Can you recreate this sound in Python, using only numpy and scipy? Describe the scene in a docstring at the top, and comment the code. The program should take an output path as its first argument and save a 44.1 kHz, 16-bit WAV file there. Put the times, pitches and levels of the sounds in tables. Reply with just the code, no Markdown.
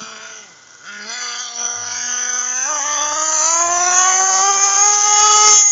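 """A nitro model buggy, far down a wet country road, drops to idle, then opens up and races past.
Its tiny two-stroke fires once a turn: near-pure low exhaust orders, and trains of pulses and gas noise
that excite the resonances of a rasping pipe and silencer, a hoarse intake and a shrill metal casing.
Wet tyres hiss as filtered noise, strongest close by; delayed copies give faint roadside echoes.
Behind lie a soft hiss, a faint 100 Hz tone that lossy coding cuts in and out, and one dull bump."""
import sys
import numpy as np
from scipy import signal
from scipy.fft import rfft, irfft, next_fast_len
from scipy.io import wavfile
from scipy.ndimage import uniform_filter1d, map_coordinates

SR = 44100
rng = np.random.default_rng(int(sys.argv[2]) if len(sys.argv) > 2 else 0)


def wav_record(signal):
    """Record a signal, one row per channel, as 16-bit PCM in the file named by sys.argv[1]."""
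    frames = np.transpose(np.atleast_2d(signal))
    bounded = np.clip(frames, -1, 1)
    # unit amplitude maps onto the largest positive 16-bit level
    quanta = np.round(bounded * 32767).astype(np.int16)
    wavfile.write(sys.argv[1], SR, quanta)


N = 251811
TIME = np.arange(N) / SR
# nearest moment (s), nearest distance (m), road speed (m/s)
PASS_S, PASS_M, ROAD_M_PER_S = 5.54, 2.27, 5.1
# the rocking buggy: spread of its level and of each resonance (dB), random steps per s
ROCK_DB, MODE_FADE_DB, ROCKS_PER_S = 1.0, 5.5, 8.0


def from_db(db):
    """Logarithmic level: decibels become an amplitude gain."""
    return 10 ** (np.asarray(db) / 20)


def in_time(rows):
    """Linear interpolation: one curve over time for each column after the time."""
    seconds, *columns = np.transpose(rows)
    return [np.interp(TIME, seconds, column) for column in columns]


def track(rows):
    """Linear interpolation of a table with a single column after the time."""
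    return in_time(rows)[0]


def levelled(x, size=3001):
    """Normalisation: divide by the running rms so that the level stays near 1."""
    return x / np.sqrt(np.abs(uniform_filter1d(x * x, size)) + 1e-12)


def band(x, low_hz, high_hz, order=2):
    """Band limitation: a Butterworth filter passes only the stated range."""
    return signal.sosfilt(signal.butter(order, [low_hz, high_hz], "band", fs=SR, output="sos"), x)


def drift(rate):
    """Random modulation: a smooth curve through normal chance values, rate of them per second."""
    knots = rng.standard_normal(8000)
    return map_coordinates(knots, [TIME * rate], order=2, mode="wrap")


def noise(spectrum):
    """Spectral shaping: white noise weighted by frequency, then scaled to rms 1."""
    hz, db = np.transpose(spectrum)
    size = next_fast_len(N, True)
    log_hz = np.log(np.fft.rfftfreq(size, 1 / SR) + 1)
    gain = from_db(np.interp(log_hz, np.log(hz), db))
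    x = irfft(rfft(rng.standard_normal(size)) * gain, size)[:N]
    return x / x.std()


def resonate(x, hz, width):
    """Resonance of about unit gain: shift to zero frequency, low-pass, shift back; the centre may move."""
    carrier = np.exp(2j * np.pi * np.cumsum(hz + np.zeros(N)) / SR)
    r = np.exp(-np.pi * width / SR)
    return 2 * np.real(carrier * signal.lfilter([1 - r], [1, -r], x / carrier))


def body(x, modes):
    """Modal superposition: resonances of alternating sign, each fading as the buggy turns and bounces."""
    total = np.zeros(N)
    for k, (hz, width, db) in enumerate(modes):
        gain = from_db(db + MODE_FADE_DB * drift(ROCKS_PER_S))
        total += (-1) ** k * gain * resonate(x, hz, width)
    return total


# Crank speed at part throttle, idle, a cruise, a stumbling climb, then flat out.
# Each row: time in seconds, speed in firings per second before hunting and stumbles.
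CRANK_SPEED = [(0, 219), (.11, 224), (.15, 215), (.25, 222), (.41, 216), (.62, 120), (.8, 118), (.89, 205),
               (1.04, 208), (1.16, 247), (1.35, 238), (1.41, 250), (1.49, 238), (1.7, 238), (2.2, 247),
               (2.52, 249), (2.636, 262), (2.664, 278), (2.695, 305), (2.725, 305), (2.745, 295),
               (2.772, 298), (2.8, 277), (2.824, 277), (2.864, 298), (2.89, 293), (2.92, 298), (2.968, 293),
               (2.99, 285), (3.022, 296), (3.076, 300), (3.148, 297), (3.168, 315), (3.195, 306),
               (3.262, 317), (3.316, 311), (3.34, 315), (3.408, 308), (3.508, 330.5), (3.6, 338),
               (3.65, 345), (3.9, 361), (4.11, 375), (4.29, 385), (4.38, 383), (4.46, 395), (4.65, 399.5),
               (4.76, 399), (4.86, 412.5), (5.47, 423.5), (5.71, 410)]
# Main pipe resonance, which rises as the exhaust gas heats under load.
# Each row: time in seconds, frequency in Hz.
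PIPE_TUNING = [(0, 1305), (.3, 1340), (.7, 1430), (1.03, 1408), (1.2, 1520), (1.4, 1660), (1.62, 1347),
               (2.2, 1564), (2.6, 1560), (3.0, 1530), (3.4, 1750), (3.6, 1670), (4.398, 1714), (4.9, 1810)]
# Pipe modes. Each row: multiple of the main resonance, width in Hz, relative level in dB.
PIPE_MODES = [(0.779, 201, -4), (1, 194, 5), (1.18, 216, 0)]
# Lower silencer modes. Each row: frequency in Hz, width in Hz, relative level in dB.
RASP_MODES = [(2306, 180, 1), (2608, 130, -4.5), (2888, 110, -3)]
# Upper silencer modes. Each row: frequency in Hz, width in Hz, relative level in dB.
HIGH_RASP_MODES = [(3144, 72, 3), (3428, 55, 1.5), (3596, 110, -8)]
# Main intake resonance. Each row: time in seconds, frequency in Hz.
INTAKE_TUNING = [(0, 4490), (.9, 4930), (1.02, 4650), (1.131, 4680), (1.45, 4620), (1.88, 4820),
                 (2.1, 4900), (2.929, 4870), (3.459, 4460), (4.07, 4670), (4.35, 5340), (5.1, 5120),
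                 (5.5, 5270)]
# Intake modes. Each row: multiple of the main resonance, width in Hz, relative level in dB.
INTAKE_MODES = [(.92, 129.4, -1.5), (1.001, 130.5, -1.5), (1.059, 130, -1.5)]
# Casing modes. Each row: multiple of the casing ring, width in Hz, relative level in dB.
CASING_MODES = [(0.953, 130, 0), (0.999, 121.6, 3.5), (1.052, 130, -2.5)]
# Level of the pipe's bark in the midrange. Each row: time in seconds, level in dB before BARK_DB.
BARK_LEVEL = [(0.03, -38.5), (0.3, -47), (0.5, -64), (0.65, -69), (0.82, -52), (0.86, -39), (1.04, -36),
              (1.22, -33.5), (1.42, -36.5), (1.55, -44), (1.63, -35.5), (2.24, -33), (3.62, -37),
              (3.97, -30), (4.87, -36), (5.17, -30), (5.44, -34.5), (5.5, -29), (5.55, -45), (5.63, -51),
              (5.71, -59)]
# Level of the silencer's lower rasp. Each row: time in seconds, level in dB before RASP_DB.
RASP_LEVEL = [(0, -44), (.24, -44.5), (.45, -50.5), (.55, -79), (.8, -74), (.9, -48), (1.02, -46.5),
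              (1.33, -38.5), (1.46, -54), (1.61, -42), (1.76, -63), (1.94, -37), (2.43, -42), (2.72, -39),
              (3.32, -40.5), (3.53, -37), (3.85, -37), (4.01, -30), (4.23, -40), (4.61, -32), (4.91, -40.5),
              (5.35, -27.5), (5.48, -31), (5.59, -33), (5.63, -48), (5.71, -47)]
# Level of the silencer's upper rasp. Each row: time in seconds, level in dB.
HIGH_RASP_LEVEL = [(0, -42), (.4, -51.5), (.55, -66), (.8, -61), (.9, -42), (1.02, -54), (1.14, -32),
                   (1.19, -39), (1.48, -31.5), (1.53, -43), (1.65, -34), (1.8, -44), (2.22, -38),
                   (2.67, -48.5), (3.02, -30.5), (3.08, -37), (3.65, -43.5), (4.04, -33), (4.34, -53),
                   (4.44, -38.5), (4.8, -42.5), (5.34, -29), (5.41, -34), (5.6, -27.5), (5.64, -46),
                   (5.71, -42)]
# Level of the intake rasp. Each row: time in seconds, level in dB.
INTAKE_RASP_LEVEL = [(0, -39.5), (.35, -51), (.55, -72), (.8, -66), (.87, -46), (.98, -50), (1.02, -37.5),
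                     (1.08, -33.5), (1.13, -27.5), (1.18, -33), (1.25, -29), (1.42, -32.5), (1.77, -44),
                     (1.88, -32.5), (2.63, -46), (2.719, -38), (2.89, -41.5), (2.93, -31), (2.98, -37.5),
                     (3.43, -31), (3.46, -25.5), (3.65, -41), (4.069, -34.5), (4.28, -35), (4.351, -23.5),
                     (4.63, -32), (5.11, -33), (5.47, -20), (5.6, -20), (5.64, -37), (5.71, -34)]
# Level of the casing ring in the treble. Each row: time in seconds, level in dB before RING_DB.
RING_LEVEL = [(0.0, -35.5), (0.16, -47), (0.38, -37.5), (0.56, -62), (1.06, -43), (1.1, -29.5),
              (1.16, -39.5), (1.21, -27.5), (1.37, -35.5), (1.4, -26.5), (1.53, -34), (1.58, -25),
              (1.65, -22), (1.84, -28), (2.11, -22.5), (3.08, -22.5), (3.1, -26), (3.39, -17.5),
              (3.62, -19.5), (3.69, -26.5), (3.72, -19.5), (3.91, -18.5), (3.99, -13), (4.04, -17.5),
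              (4.6, -18.5), (4.64, -13), (4.69, -20), (4.8, -15), (5.4, -17.5), (5.53, -10.5),
              (5.65, -11.5), (5.71, -18)]
# Level of the casing's highest mode. Each row: time in seconds, level in dB before SHRILL_DB.
SHRILL_RING_LEVEL = [(0.0, -45.5), (0.7, -62), (1.06, -61), (1.13, -32.5), (1.84, -61), (2.81, -33),
                     (3.01, -44), (3.23, -22), (3.48, -18), (3.9, -28.5), (3.94, -21.5), (4.8, -28.5),
                     (5.2, -25), (5.261, -33), (5.36, -14), (5.411, -24.5), (5.6, -11.5), (5.65, -22),
                     (5.71, -19)]
SHRILL_HZ, SHRILL_WIDTH_HZ = 6974, 300
BARK_DB, RASP_DB, RING_DB, SHRILL_DB = 3.5, 1, 1.5, -2
# a stumble costs speed and level: share of speed, and dB, per unit of the share lost
STUMBLE_SAG, STUMBLE_DB = .13, -12
# the revs hunt in small quick steps and the note swells with them: share of speed, dB, steps per s
HUNT_SHARE, HUNT_DB, HUNTS_PER_S = .004, 1.2, 55


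def engine():
    """Source and filter: one crank drives the low orders and excites every resonance."""
    rate = track(CRANK_SPEED)
    pipe_hz, intake_hz = track(PIPE_TUNING), track(INTAKE_TUNING)
    uneven, skip, ring_hz = running_state(rate)
    stumble, hunt = stumbles(), drift(HUNTS_PER_S)
    skip = skip + stumble
    steady, turns = crank(rate * (1 - STUMBLE_SAG * stumble + HUNT_SHARE * hunt), uneven)

    # excitations at the exhaust, the intake and the casing
    pops = firings(turns, uneven, skip, spread_db=1.5, jitter_s=.00007, gas=.55, gas_decay=0.25)
    gulps = firings(turns, uneven, skip, spread_db=1.5, jitter_s=.00006, gas=0.81, gas_decay=0.16)
    knocks = firings(turns, uneven, skip, spread_db=-1.0, jitter_s=0.000089, gas=1.61, gas_decay=1.0)

    bark = body(pops, [(ratio * pipe_hz, width, db) for ratio, width, db in PIPE_MODES])
    pipe = from_db(track(BARK_LEVEL) + BARK_DB) * levelled(band(bark, 715, 3320, order=4))

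    low_rasp = ground_bounce(body(pops, RASP_MODES))
    rasp = from_db(track(RASP_LEVEL) + RASP_DB) * levelled(band(low_rasp, 2084, 3157, order=4))
    high_rasp = body(pops, HIGH_RASP_MODES)
    rasp_high = from_db(track(HIGH_RASP_LEVEL)) * levelled(band(high_rasp, 3140, 3850, order=4))

    suck = body(gulps, [(ratio * intake_hz, width, db) for ratio, width, db in INTAKE_MODES])
    suck = ground_bounce(suck, path_s=0.001493)
    intake = from_db(track(INTAKE_RASP_LEVEL)) * levelled(band(suck, 3240, 5900, order=4))

    metal = body(knocks, [(ratio * ring_hz, width, db) for ratio, width, db in CASING_MODES])
    ring = from_db(track(RING_LEVEL) + RING_DB) * levelled(band(metal, 5010, 6670, order=4))
    top_mode = band(resonate(knocks, SHRILL_HZ, SHRILL_WIDTH_HZ), 6750, 7280, order=3)
    shrill = from_db(track(SHRILL_RING_LEVEL) + SHRILL_DB) * levelled(top_mode)

    orders_db = order_levels(rate) + STUMBLE_DB * stumble + HUNT_DB * hunt
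    note = exhaust_note(steady, orders_db, uneven, skip)
    return note + pipe + can_ring(pops) + rasp + rasp_high + intake + ring + shrill


def crank(rate, uneven, tremble_base=0.0022, tremble_rough=0.0063):
    """Phase as integrated speed: the flywheel's steady turns, and trembling turns that blur high orders."""
    tremble = (tremble_base + tremble_rough * uneven) * drift(140)
    stray = np.cumsum(rate * tremble) / SR
    steady = np.cumsum(rate) / SR
    # removing the slow part of the stray keeps both counts together
    return steady, steady + stray - uniform_filter1d(stray, size=4001)


# How the engine runs at each speed. Each row: speed in firings per second, unevenness from 0 to 1,
# share lost on every second firing before stumbles, casing ring in Hz.
RUNNING_BY_REVS = [(120, 1, 0.045, 6500), (236.5, 0.97, 0.018, 6000), (252.6, 0.67, 0.014, 6165),
                   (297.6, 0.98, .02, 6060), (322.5, 0.75, 0.015, 6390), (334, 0.73, 0.021, 6250),
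                   (391.7, 0.57, 0.0065, 6340), (414.5, 0.38, 0.0043, 6600), (423, 0.34, 0.0068, 6590)]
# after the pass the throttle eases and the engine soon runs smoothly: time constant (s)
SMOOTH_S = .07


def running_state(rate):
    """Speed dependence: roughness, skipping and casing ring follow the revs; roughness decays past the pass."""
    revs, *columns = np.transpose(RUNNING_BY_REVS)
    uneven, skip, ring_hz = (np.interp(rate, revs, column) for column in columns)
    return uneven * np.exp(-np.maximum(TIME - PASS_S, 0) / SMOOTH_S), skip, ring_hz


# Stumbles on the climb, firing strong and weak in turn.
# Each row: centre in seconds, length in seconds, share lost on every second firing.
STUMBLE_TIMES = [(3.682, .06, .08), (3.785, .03, .08), (3.911, .03, .08), (3.954, .03, .07),
                 (4.038, .03, .06), (4.139, .05, .1), (4.224, .04, .1), (4.33, .06, .16), (4.396, .04, .14),
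                 (4.576, .05, .13), (4.699, .04, .13), (4.757, .04, .1)]


def stumbles():
    """Subharmonic modulation: the share lost on every second firing swells and fades as a Gaussian."""
    return sum(share * np.exp(-(2 * (TIME - s) / length) ** 2) for s, length, share in STUMBLE_TIMES)


def firings(turns, uneven, skip, spread_db, jitter_s, gas, gas_decay):
    """Impulsive excitation: each firing is a pressure click and a puff of turbulent gas, decaying in turns."""
    cycle = turns.astype(int)
    chance = rng.standard_normal((2500, 2))
    # lopsided chance: a positive spread leans to weak firings, a negative one to strong
    burn_db = spread_db * uneven * np.clip(chance[cycle, 0], -3, 1.5)
    strength = from_db(burn_db) * (1 - skip * (cycle % 2))
    at = np.flatnonzero(np.diff(cycle)) + 1
    late = jitter_s * SR * uneven[at] ** 2 * chance[cycle[at], 1]
    exact = np.clip(np.interp(cycle[at], turns, np.arange(N)) + late, 0, N - 2)
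    # each click is shared between the two nearest samples
    whole, clicks = exact.astype(int), np.zeros(N)
    clicks[whole] += strength[at] * (1 - exact % 1)
    clicks[whole + 1] += strength[at] * (exact % 1)
    puff = strength * np.exp(-(turns % 1) / gas_decay) * rng.standard_normal(N)
    return levelled(clicks) + gas * uneven * levelled(puff)


def exhaust_note(turns, orders_db, uneven, skip, flutter=0.27, smear=0.24, burble_db=-0.5):
    """Harmonic synthesis: near-pure low orders; alternate firings add half orders and a low burble."""
    shake, slip = np.tanh(drift(260)), np.tanh(drift(200))
    phase = 2 * np.pi * turns + smear * uneven * slip
    orders = np.zeros(N)
    for k, db in enumerate(orders_db, 1):
        orders += np.sqrt(2) * from_db(db) * (1 + flutter * uneven * shake) * np.cos(k * phase)
    burble = from_db(orders_db[0] + burble_db)
    return orders + skip * np.cos(np.pi * turns) * (2 * orders + burble)


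# What the exhaust passes below the revs where the pipe takes hold.
# Each row: frequency in Hz, relative response in dB.
RESPONSE_OFF_PIPE = [(120, 3), (206, 7), (240, -4), (415, 5), (490, 2.5), (620, 2.5), (720, 11.5), (850, 0),
                     (970, 8)]
# What the exhaust passes once the pipe has taken hold. Each row: frequency in Hz, relative response in dB.
RESPONSE_ON_PIPE = [(310, -11.5), (350, -10.5), (415, -9), (610, -1), (760, 3.5), (840, 5.5), (890, 0),
                    (1100, 5), (1270, 6.5), (1350, 1), (1400, -6.5), (1470, -4.5), (1620, -10)]
# Level of the exhaust note at the roadside.
# Each row: time in seconds, level in dB before the speed and overall changes.
NOTE_LEVEL = [(0, -45.5), (.4, -50.5), (.7, -65), (.92, -49.5), (1.1, -40), (1.42, -42.5), (1.62, -36),
              (2.1, -40.5), (2.63, -40), (2.7, -26.5), (2.85, -28), (3.4, -24), (4.05, -19), (4.33, -21),
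              (4.45, -19), (4.6, -21), (4.9, -23), (5.1, -21), (5.35, -17), (5.52, -19), (5.71, -39)]
# Level change by speed: the note loses its clean orders near idle.
# Each row: speed in firings per second, change in dB.
IDLE_CHANGE = [(120, -4), (195, 1.5)]
# the pipe takes hold between these speeds (firings per s); overall level of the note (dB)
ON_PIPE_FROM, ON_PIPE_FULL, NOTE_DB = 258, 280, 0.5


def order_levels(rate, count=4, fade_db=2.0):
    """Resonant response: low orders slide through it and share the note's level, each fading a little."""
    on_pipe = np.interp(rate, [ON_PIPE_FROM, ON_PIPE_FULL], [0, 1])
    orders_db = []
    for k in range(1, count + 1):
        off_db = np.interp(k * rate, *np.transpose(RESPONSE_OFF_PIPE))
        on_db = np.interp(k * rate, *np.transpose(RESPONSE_ON_PIPE))
        orders_db.append((1 - on_pipe) * off_db + on_pipe * on_db + fade_db * drift(8.7))
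    orders_db = np.array(orders_db)
    total_db = 10 * np.log10(np.sum(from_db(orders_db) ** 2, axis=0))
    idle_db = np.interp(rate, *np.transpose(IDLE_CHANGE))
    return orders_db - total_db + track(NOTE_LEVEL) + NOTE_DB + idle_db


# Level of the silencer can's two rings.
# Each row: time in seconds, low ring in dB, high ring in dB.
CAN_RING_LEVEL = [(0, -46, -58), (.3, -38.5, -47), (.48, -49.5, -50), (.65, -51.5, -59), (.8, -48, -62),
                  (.88, -30.5, -48), (1.04, -32.5, -41.5), (1.17, -47, -33), (1.5, -48, -46),
                  (1.8, -42.5, -43.5), (2.299, -37.5, -63), (2.8, -52.5, -47.5), (4.4, -51, -46.5),
                  (4.9, -63, -42), (5.5, -62, -29.5), (5.71, -64, -31.5)]
# low and high ring: (Hz, width Hz)
CAN_LOW, CAN_HIGH = (1450, 65), (2040, 55)


def can_ring(pops):
    """Forced resonance: the firings set the silencer can ringing at two pitches."""
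    total = np.zeros(N)
    for (hz, width), db in zip((CAN_LOW, CAN_HIGH), in_time(CAN_RING_LEVEL)):
        total += from_db(db) * levelled(band(resonate(pops, hz, width), hz - 220, hz + 220))
    return total


def ground_bounce(x, path_s=0.000669, wander_s=.00003, reflected=.99):
    """Comb interference: a second path off the wet road cuts slowly wandering notches."""
    return x + reflected * np.interp(TIME - path_s - wander_s * drift(1.9), TIME, x, left=0)


# Loose metal chinks while the engine idles. Each row: start in seconds, level in dB.
CHINK_TIMES = [(0.622, -40), (0.673, -32), (0.7, -41), (.707, -29), (0.732, -34), (0.751, -29),
               (0.753, -38)]
# What each chink rings with. Each row: frequency in Hz, decay in seconds, relative level in dB.
CHINK_RINGS = [(1510, 0.0036, -7.5), (5800, .003, -5.5), (5730, .002, -13), (6250, .0015, -10)]


def chinks():
    """Free vibration: short metal knocks from the shaking buggy, each a sum of decaying sines."""
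    out = np.zeros(N)
    age = np.arange(2000) / SR
    ring = np.zeros(len(age))
    for hz, decay, db in CHINK_RINGS:
        ring += from_db(db) * np.exp(-age / decay) * np.sin(2 * np.pi * hz * age)
    for start, db in CHINK_TIMES:
        out[int(start * SR):][:len(ring)] += from_db(db) * ring
    return out


# Spectrum of the tyre hiss. Each row: frequency in Hz, relative density in dB per Hz.
TYRE_SPECTRUM = [(100, -47), (250, -61.5), (400, -20.5), (900, -23), (1500, -19), (2400, -19.5),
                 (3900, -19), (4800, -12), (5600, -4), (7000, -6.5), (8000, -45.5)]
# mean level at the nearest point and top revs (dB), rise with the revs (dB per doubling)
TYRE_DB, TYRE_DB_PER_OCTAVE = -19, 5.5
# once past, the buggy leaves the front of the microphone and the hiss dies away (dB per s)
BEHIND_DB_PER_S = 97


def tyres(splash_db=2.5):
    """Spherical spreading: bursts of spray hiss fall off with distance and grow with the revs."""
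    rate = track(CRANK_SPEED)
    distance = np.hypot(PASS_M, ROAD_M_PER_S * (TIME - PASS_S))
    revs_db = TYRE_DB_PER_OCTAVE * np.log2(rate / rate.max())
    behind_db = BEHIND_DB_PER_S * np.maximum(TIME - PASS_S, 0)
    hiss_db = TYRE_DB + revs_db - behind_db + splash_db * drift(150)
    return from_db(hiss_db) * PASS_M / distance * noise(TYRE_SPECTRUM)


# Echoes from roadside objects. Each row: mean delay in seconds, level in dB before echo_db.
ROADSIDE_ECHOES = [(.0047, -14), (.0113, -16), (.029, -21), (.053, -24), (.094, -26), (.161, -28)]


def roadside(x, sway_s=0.00044, echo_db=-2):
    """Discrete reflection: delayed copies whose paths slowly change length as the buggy moves."""
    total = x.copy()
    for delay, db in ROADSIDE_ECHOES:
        total += from_db(db + echo_db) * np.interp(TIME - delay - sway_s * drift(3), TIME, x, left=0)
    return total


# Spectrum of the background hiss. 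Each row: frequency in Hz, relative density in dB per Hz.
HISS_SPECTRUM = [(40, -53), (80, -31), (130, -4.5), (600, -3), (1300, 1), (1750, -4), (2500, -13),
                 (3300, -2.5), (4000, -9), (6000, -9), (8000, -17.5)]
# Level of the background hiss, thinned by lossy coding as the engine grows loud.
# Each row: time in seconds, rms level in dB.
HISS_LEVEL = [(0, -44), (1.0, -52.5), (1.6, -54), (5.71, -65.5)]
# Level of the faint tone as coding lets it through. Each row: time in seconds, rms level in dB.
TONE_LEVEL = [(0, -65), (1.25, -72.5), (1.6, -98), (1.78, -45), (2.15, -60.5), (2.3, -89), (2.85, -55.5),
              (3.15, -51), (3.25, -99), (3.55, -80), (3.65, -49), (3.95, -56), (4.4, -74), (4.6, -110)]
TONE_HZ = 100
# handling bump: start (s), pitch (Hz), starting level (dB), decay (s)
BUMP_S, BUMP_HZ, BUMP_DB, BUMP_DECAY_S = .018, 215, -30, .015


def background():
    """Fading noise, a gated pure tone and a damped sine: soft hiss, a faint tone and a dull handling bump."""
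    age = np.maximum(TIME - BUMP_S, 0)
    bump = from_db(BUMP_DB) * np.exp(-age / BUMP_DECAY_S) * np.sin(2 * np.pi * BUMP_HZ * age)
    tone = from_db(track(TONE_LEVEL)) * np.sqrt(2) * np.sin(2 * np.pi * TONE_HZ * TIME)
    return from_db(track(HISS_LEVEL)) * noise(HISS_SPECTRUM) + tone + bump


def scene():
    """Superposition: the rocking buggy with its echoes, the tyres and the background, in mono."""
    buggy = from_db(ROCK_DB * drift(ROCKS_PER_S)) * engine() + chinks()
    return (roadside(buggy) + tyres() + background())[None]


# the small microphone's bass roll-off, and the treble limits before and after the mirror image (Hz)
LOW_CUT_HZ, TOP_HZ, CUTOFF_HZ = 88, 7500, 9300
# coarse sampling folds a faint mirror image of the treble upward: sampling rate (Hz), image level (dB)
COARSE_HZ, MIRROR_DB = 16000, -41


def record(dry):
    """Band limits, saturation and aliasing: thin bass, squeezed peaks and a faint mirrored treble."""
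    thin = signal.sosfilt(signal.butter(3, LOW_CUT_HZ, "high", fs=SR, output="sos"), dry)
    envelope = np.abs(signal.hilbert(thin))
    rounded = thin / (1 + envelope ** 10) ** (1 / 10)  # only the loudest peaks are squeezed
    dull = signal.sosfiltfilt(signal.ellip(8, .1, 45, TOP_HZ, fs=SR, output="sos"), rounded)
    mirrored = dull * (1 + 2 * from_db(MIRROR_DB) * np.cos(2 * np.pi * COARSE_HZ * TIME))
    return signal.sosfiltfilt(signal.ellip(8, .1, 45, CUTOFF_HZ, fs=SR, output="sos"), mirrored)


dry = scene()
out = record(dry)
wav_record(out)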